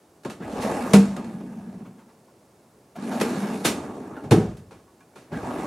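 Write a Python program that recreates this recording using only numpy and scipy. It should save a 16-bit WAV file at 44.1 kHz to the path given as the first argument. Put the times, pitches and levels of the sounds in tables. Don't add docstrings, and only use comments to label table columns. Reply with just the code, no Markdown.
import sys
import numpy as np
from scipy import signal
from scipy.io import wavfile
from scipy.ndimage import uniform_filter1d, map_coordinates

SR = 44100
rng = np.random.default_rng(int(sys.argv[2]) if len(sys.argv) > 2 else 0)


def master_out(mix):
    frames = np.transpose(np.atleast_2d(mix))
    ceiling = np.clip(frames, -1, 1)
    pcm = np.round(ceiling * 32767).astype(np.int16)
    wavfile.write(sys.argv[1], SR, pcm)


N = 249606
TIME = np.arange(N) / SR
CENTRES = 31.25 * 2 ** (np.arange(28) / 3)

# [start t/s, top t/s, end t/s, start speed/dB, end speed/dB, coasting time/s,
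#  frame shudder/dB, box rumble/dB, panel scrape/dB, runner hiss/dB]
STROKES = [ (0.41, 0.65, 0.93, -17, -4, .05, -24, -33.5, -25.8, -46.3),
           (1.02, 1.15, 1.82, -1, -10, .13, -31, -32.5, -42.5, -62),
           (2.99, 3.17, 3.53, -8, -1, .14, -38, -26.3, -33.7, -48),
           (3.68, 3.74, 4.29, -1, -5, .05, -40, -37.5, -38.5, -65),
           (5.32, 5.52, 5.66, -8, 0, .05, -33, -33, -32.5, -52)]
STROKE_ATTACK_S = .008
BOX_FOLLOWS, SCRAPE_FOLLOWS, HISS_FOLLOWS = .55, 1.0, .95
# [t/s, share 0-1]
OPENING = [(0.4, 0.05), (0.6, .5), (0.9, 1), (3.0, 1), (3.5, 0.85), (3.75, .4), (4.0, .12), (4.3, 0.02)]
# [f/Hz, relative level/dB per Hz]
FRICTION_COLOUR = [(30, -20), (70, -17), (140, -11), (240, -5), (340, -6.5), (500, -7.5), (780, -8),
                   (1100, -21), (1550, -24.5), (2200, -29.5), (3600, -38.7), (9700, -39.5), (12000, -42.5),
                   (15500, -63)]
# [f/Hz, width/Hz, gain/dB]
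SLIDE_PEAKS = [(420, 41, 1.5), (1180, 80, 6), (1660, 120, 3), (2400, 60, 3)]
# [f when fully out/Hz, width/Hz, full gain/dB]
BOX_PEAKS = [(190, 30, 13), (234, 26, 8)]
SHUT_PITCH_RISE = .33

# [t/s, rise/s, first decay t60/s, relative level/dB, extra bass/dB, extra treble/dB,
#  box ring/dB, cabinet ring/dB, steel ring/dB]
STOPS = [ (0.9335, .0016, .12, -18, -2, 1, -1, -19, -47), (0.9583, .003, .1, -32, 0, -8, -6, -50, -62),
         (3.21, .002, .07, -21, -17, -3.5, -17, -48, -44), (3.243, .003, .07, -38, -12, -8, -21, -50, -56),
         (3.645, .010, .19, -26.3, 0, 6, -38, -40, -52), (4.3085, .003, .12, -21.5, 2, -3, -22, -13, -48),
         (4.317, .0012, .13, -21, 8.5, -9, -22, -6, -52), (4.378, .004, .12, -36, 6, -14, -28, -19, -60)]
# [t/s, rise/s, first decay t60/s, relative level/dB, extra bass/dB, extra treble/dB]
CLACKS = [(0.232, .004, .1, -57, -6, 2), (0.248, .0015, .16, -33, -1, -10),
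          (0.298, .001, .2, -41.5, -10, -1), (0.595, .035, .2, -43, -8, 4.5),
          (1.164, .001, .05, -33, -12, -7), (1.243, .002, .06, -45, -8, -4),
          (2.959, .006, .2, -48.5, -2, -3), (3.118, .004, .07, -37, -12, -9),
          (3.199, .002, .05, -37, -20, 4), (3.638, .005, .06, -45, -8, 5), (4.568, .002, .12, -63, 4, 9),
          (4.708, .002, .4, -51, -3, -6), (5.004, .002, .18, -58, 3, -4), (5.154, .006, .5, -51, -4, -3)]
# [t/s, relative level/dB]
THUMPS = [(0.394, -48), (4.232, -43), (5.316, -42)]
THUMP_RISE_S, THUMP_T60_S, THUMP_BASS_DB, THUMP_TREBLE_DB = .012, .18, 15, -12
# [f/Hz, relative level/dB per third octave]
BLOW_COLOUR = [(30, -33), (70, -15), (180, -.5), (450, 0), (680, -4.2), (1300, -6.8), (3500, -8.5),
               (9000, -10)]
# [f/Hz, gain/dB]
BLOW_TOP = [(9000, 0), (11500, 1), (14500, -15)]
# [f/Hz, share of the extra bass]
BASS_SHELF = [(130, 1), (450, 0)]
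# [f/Hz, share of the extra treble]
TREBLE_SHELF = [(450, 0), (2500, .9), (9000, 1.15), (15000, 1.7)]
# [f/Hz, t60/s]
ROOM_T60 = [(70, 0.93), (250, .5), (1000, 0.53), (3500, 0.4969), (8000, 0.53), (15000, 0.03)]
# [f/Hz, level against the blow/dB]
ROOM_DB = [(70, -19), (250, -9), (1000, -11), (4000, -14.5), (15000, -10.5)]

# [f/Hz, relative level/dB, t60/s]
BOX_MODES = [(197.7, -0.5, 0.3), (167, -17, .25), (252, -15, .3), (423, -10, .12), (459, -8.5, 0.26),
             (590, -13, .1)]
# [f/Hz, relative level/dB, t60/s]
CABINET_MODES = [(70.5, -14.5, .42), (113, -12.5, .42), (142, 6, 0.068), (163.5, -4, 0.34),
                 (180, -5.5, 0.36), (212, -11, .3), (285, -11, 0.27), (320, -11, .3), (335, -10, 0.36),
                 (409, -5.5, 0.27), (444, -10, .25), (745, -19, 0.3), (790, -18, 0.21)]
# [f/Hz, relative level/dB, t60/s]
RUNNER_MODES = [(1190, 4, 0.4), (1593, -1, 0.55), (2420, -3, 0.45)]
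# [f/Hz, relative level/dB, t60/s]
CATCH_MODES = [(11550, 1.5, 0.2)]
RING_LAG_S = .004

# [t/s, glide length/s, starting f/Hz, final f/Hz, width/Hz, relative level/dB]
CREAKS = [ (0.416, .05, 1408, 2250, 400, -47), (1.163, .035, 1230, 1190, 80, -44),
          (1.847, .047, 1092, 994, 470, -55), (1.979, .047, 993, 885, 430, -56),
          (2.08, .047, 1017, 886, 400, -58), (2.952, .025, 690, 720, 25, -37),
          (3.108, .04, 760, 690, 40, -32), (4.152, .035, 1850, 1660, 160, -51),
          (4.165, .035, 1450, 1380, 60, -45.5), (4.395, .07, 750, 730, 25, -38),
          (5.322, .045, 1470, 1680, 150, -43), (5.350, .04, 1720, 1580, 150, -44.5)]
OVERTONE_DB = -16

# [t/s, relative level/dB, brightness/dB per octave]
HANDLE_TAPS = [(0.249, -38, 0), (0.299, -42, 0), (2.282, -53, -9), (2.408, -63, -2), (2.96, -44, 0),
               (4.709, -44, -3), (4.798, -57, 0), (4.879, -55, -4), (5.008, -47, 3), (5.134, -55, 2),
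               (5.159, -43.5, 0), (5.274, -54, 0)]
# [average f/Hz, relative level/dB, t60/s]
HANDLE_MODES = [(780, -5, .06), (930, -1, .06), (1110, -1, .11), (1420, -3, .06), (1700, -6, .06),
                (2330, -7, .11)]
HANDLE_MIDDLE_HZ = 1400
BOUNCE_S, BOUNCE_LOSS_DB = .007, 4
GRIP_DETUNE = .025

# [f/Hz, relative level/dB per Hz]
AIR_COLOUR = [(30, -15), (65, -9), (130, -2), (400, -2.5), (800, -9), (1600, -19.5), (3200, -26.5),
              (5000, -25), (10000, -25.5), (15000, -31)]
AIR_DB = -56.3
# [f/Hz, likeness, 1 = identical]
LIKENESS = [(30, .95), (60, .993), (125, .9999), (280, .9993), (500, .987), (1000, .82), (2000, .72),
            (4500, .79), (9000, .8), (12500, -.25)]
# [f/Hz, left minus right/dB]
LEAN = [(500, 0), (2000, -1.4), (5000, -1.5), (12000, -.6)]
CUTOFF_HZ = 15900


def slides(grain_share=0.38, hiss_db=2.8, gather_s=0.036, patchy_db=1.9, drag_db=0.6):
    share = np.clip(grain_share, 0, 1)
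    contacts = np.sqrt(share) * grains(N, per_s=1100, spread_db=0.3)
    rubs = np.sqrt(1 - share) * rng.standard_normal((2, 2, N))
    friction = np.zeros((2, N))
    for k, hz in enumerate(CENTRES):
        level_db = at_hz(FRICTION_COLOUR, hz) + patchy_db * wobble(per_s=22)
        source = contacts * (-1) ** k + rubs[k % 2]
        friction += third_octave(source, hz) * np.sqrt(hz) * from_db(level_db)
    for hz, width, db in SLIDE_PEAKS:
        friction = friction + (from_db(db) - 1) * resonance(friction, hz, width)
    opening = np.clip(np.interp(TIME, *np.transpose(OPENING)), 0, 1)
    for hz, width, db in BOX_PEAKS:
        moving_hz = hz * (1 + SHUT_PITCH_RISE * (1 - opening))
        boom = moving_resonance(friction, moving_hz, width)
        friction = friction + np.sqrt(opening) * (from_db(db) - 1) * boom

    mono = friction.mean(axis=0)
    bass, middle, treble = [np.sqrt(uniform_filter1d(band(mono, low, high) ** 2, size=4000))
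                            for low, high in [(100, 300), (300, 1500), (2000, 4600)]]
    frame, rest = split(friction, 125)
    box, rest = split(rest, 300)
    panel, rest = split(rest, 1700)
    steel, sizzle = split(rest, 6000)

    *_, frame_db, box_db, panel_db, steel_db = np.transpose(STROKES)
    rumble = (frame * travel(frame_db, BOX_FOLLOWS) + box * travel(box_db, BOX_FOLLOWS)) / bass
    scrape = panel * travel(panel_db, SCRAPE_FOLLOWS) / middle
    speed = travel(steel_db, HISS_FOLLOWS)
    keep = np.exp(-1 / (gather_s * SR))
    gathered = np.minimum(signal.lfilter([1 - keep], [1, -keep], speed), speed)
    hiss = (steel * speed + sizzle * gathered) / treble
    drag = from_db(drag_db * wobble(per_s=40))
    return (rumble + scrape) * drag + from_db(hiss_db) * hiss


def grains(size, per_s, spread_db):
    born = rng.random(size) < per_s / SR
    strength = from_db(spread_db * np.minimum(rng.exponential(1, size), 4))
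    return rms_scaled(born * strength * rng.standard_normal((2, size)))


def travel(levels_db, follows):
    gain = np.zeros(N)
    for (start, top, end, start_db, end_db, coast, *_), level_db in zip(STROKES, levels_db):
        speed_db = np.interp(TIME, [start, top, end], [start_db, 0, end_db])
        before = np.maximum(start - TIME, 0) / STROKE_ATTACK_S
        after = np.maximum(TIME - end, 0) / coast
        gain += from_db(level_db + follows * speed_db) * np.exp(-before - after)
    return gain


def knocks():
    out = np.zeros((2, N))
    for s, rise, t60, db, bass_db, treble_db, *_ in STOPS:
        add(out, s, blow(rise, t60, db, bass_db, treble_db))
    for s, rise, t60, db, bass_db, treble_db in CLACKS:
        add(out, s, blow(rise, t60, db, bass_db, treble_db))
    for s, db in THUMPS:
        add(out, s, blow(THUMP_RISE_S, THUMP_T60_S, db, THUMP_BASS_DB, THUMP_TREBLE_DB))
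    return out


def blow(rise, t60, db, bass_db, treble_db):
    t = np.arange(SR) / SR
    after = np.maximum(t - rise, 0)
    attack = np.minimum(t / max(rise, 1e-4), 1)
    white = rng.standard_normal((2, 2, SR))
    chatter = grains(SR, per_s=900, spread_db=6.5) * np.exp(-t / 0.012)
    out = np.zeros((2, SR))
    for k, hz in enumerate(CENTRES):
        wood = from_db(-60 * after / t60)
        room = from_db(at_hz(ROOM_DB, hz) - 60 * after / at_hz(ROOM_T60, hz))
        shape = attack * np.hypot(wood, room)
        ringing = third_octave(white[k % 2] + 1.13 * chatter, hz) * shape
        colour_db = at_hz(BLOW_COLOUR, hz) + at_hz(BLOW_TOP, hz)
        colour_db += bass_db * at_hz(BASS_SHELF, hz) + treble_db * at_hz(TREBLE_SHELF, hz)
        out += rms_scaled(ringing) * rms(shape) * from_db(db + colour_db)
    return out


def ringing_parts(build_s=0.0035):
    out, t = np.zeros(N), np.arange(SR) / SR

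    def ring(modes):
        tones = sum(from_db(db - 60 * t / t60) * np.sin(2 * np.pi * hz * t) for hz, db, t60 in modes)
        return tones * (1 - np.exp(-t / build_s))

    box, cabinet, steel = ring(BOX_MODES), ring(CABINET_MODES), ring(RUNNER_MODES + CATCH_MODES)
    for s, *_, box_db, cabinet_db, steel_db in STOPS:
        parts = from_db(box_db) * box + from_db(cabinet_db) * cabinet + from_db(steel_db) * steel
        add(out, s + RING_LAG_S, parts)
    return out


def creaks():
    out, t = np.zeros(N), np.arange(SR // 5) / SR
    for s, length, from_hz, to_hz, width, db in CREAKS:
        swell = 3 * t / length * np.exp(1 - 3 * t / length)
        hold = np.exp(-np.pi * width / SR)
        uneven = signal.lfilter([1], [1, -hold], rng.standard_normal((2, 2, len(t))))
        rate_hz = np.interp(t, [0, length], [from_hz, to_hz])
        phase = 2 * np.pi * np.cumsum(rate_hz) / SR
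        first = uneven[0, 0] * np.sin(phase) + uneven[0, 1] * np.cos(phase)
        second = uneven[1, 0] * np.sin(2 * phase) + uneven[1, 1] * np.cos(2 * phase)
        rasp = (first + from_db(OVERTONE_DB) * second) * swell
        add(out, s, from_db(db) * rms_scaled(rasp) * rms(swell))
    return out


def handle(uneven_db=3, count=4):
    out, t = np.zeros(N), np.arange(SR // 4) / SR
    for tap_s, db, bright_db in HANDLE_TAPS:
        modes = []
        for hz, mode_db, t60 in HANDLE_MODES:
            tilt_db = bright_db * np.log2(hz / HANDLE_MIDDLE_HZ)
            tap_hz = hz * (1 + GRIP_DETUNE * rng.standard_normal())
            modes.append(from_db(mode_db + tilt_db - 60 * t / t60) * np.sin(2 * np.pi * tap_hz * t))
        bounce_s = tap_s
        for bounce in range(count):
            strength_db = db - BOUNCE_LOSS_DB * bounce + uneven_db * rng.standard_normal(len(modes))
            strengths = from_db(strength_db) * rng.choice([-1, 1], len(modes))
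            add(out, bounce_s, strengths @ np.array(modes) / np.sqrt(len(modes)))
            bounce_s += BOUNCE_S * (.5 + rng.random())
    return out


def panels(x):
    t, echo_db, t60 = np.arange(8192) / SR, -8.0, .16
    response = band(rng.standard_normal(len(t)), 900, 15000) * from_db(-60 * t / t60)
    response = response / np.linalg.norm(response) * from_db(echo_db)
    return x + signal.fftconvolve(x, response[None])[:, :N]


def air():
    white = rng.standard_normal((2, 2, N))
    noise = np.zeros((2, N))
    for k, hz in enumerate(CENTRES):
        noise += third_octave(white[k % 2], hz) * np.sqrt(hz) * from_db(at_hz(AIR_COLOUR, hz))
    return from_db(AIR_DB) * rms_scaled(noise)


def third_octave(pair, hz):
    half = 2 ** (1 / 6)
    mid, side = band(pair, hz / half, hz * half)
    alike = np.clip(at_hz(LIKENESS, hz), -1, 1)
    sides = np.array([[1], [-1]])
    stereo = np.sqrt(1 + alike) * mid + np.sqrt(1 - alike) * side * sides
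    return rms_scaled(stereo * from_db(sides * at_hz(LEAN, hz) / 2))


def resonance(x, hz, width):
    r = np.exp(-np.pi * width / SR)
    feed = np.array([1, 0, -1]) * (1 - r * r) / 2
    return signal.lfilter(feed, [1, -2 * r * np.cos(2 * np.pi * hz / SR), r * r], x)


def moving_resonance(x, hz, width):
    turn = np.exp(2j * np.pi * np.cumsum(hz) / SR)
    r = np.exp(-np.pi * width / SR)
    return 2 * np.real(turn * signal.lfilter([1 - r], [1, -r], x / turn))


def band(x, low, high):
    return signal.sosfilt(signal.butter(2, [low, high], "band", fs=SR, output="sos"), x)


def split(x, hz):
    below = signal.sosfiltfilt(signal.butter(2, hz, fs=SR, output="sos"), x)
    return below, x - below


def wobble(per_s):
    knots = rng.standard_normal(1000)
    curve = map_coordinates(knots, [TIME[::50] * per_s], order=3, mode="wrap")
    return rms_scaled(curve).repeat(50)[:N]


def at_hz(points, hz):
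    table_hz, values = np.transpose(points)
    return np.interp(np.log(hz), np.log(table_hz), values)


def from_db(db):
    return 10 ** (np.asarray(db) / 20)


def rms(x):
    return np.sqrt(np.mean(x ** 2) + 1e-20)


def rms_scaled(x):
    return x / rms(x)


def add(out, s, sound):
    start = round(s * SR)
    out[..., start:start + sound.shape[-1]] += sound[..., :N - start]


def scene():
    desk = slides() + knocks() + creaks() + handle()
    return panels(desk) + ringing_parts() + air()


def record(dry, low_cut_hz=61.0):
    dry = signal.sosfilt(signal.butter(2, low_cut_hz, "high", fs=SR, output="sos"), dry)
    rounded = dry / (1 + dry ** 8) ** (1 / 8)
    return signal.sosfilt(signal.ellip(10, .2, 80, CUTOFF_HZ, fs=SR, output="sos"), rounded)


dry = scene()
out = record(dry)
master_out(out)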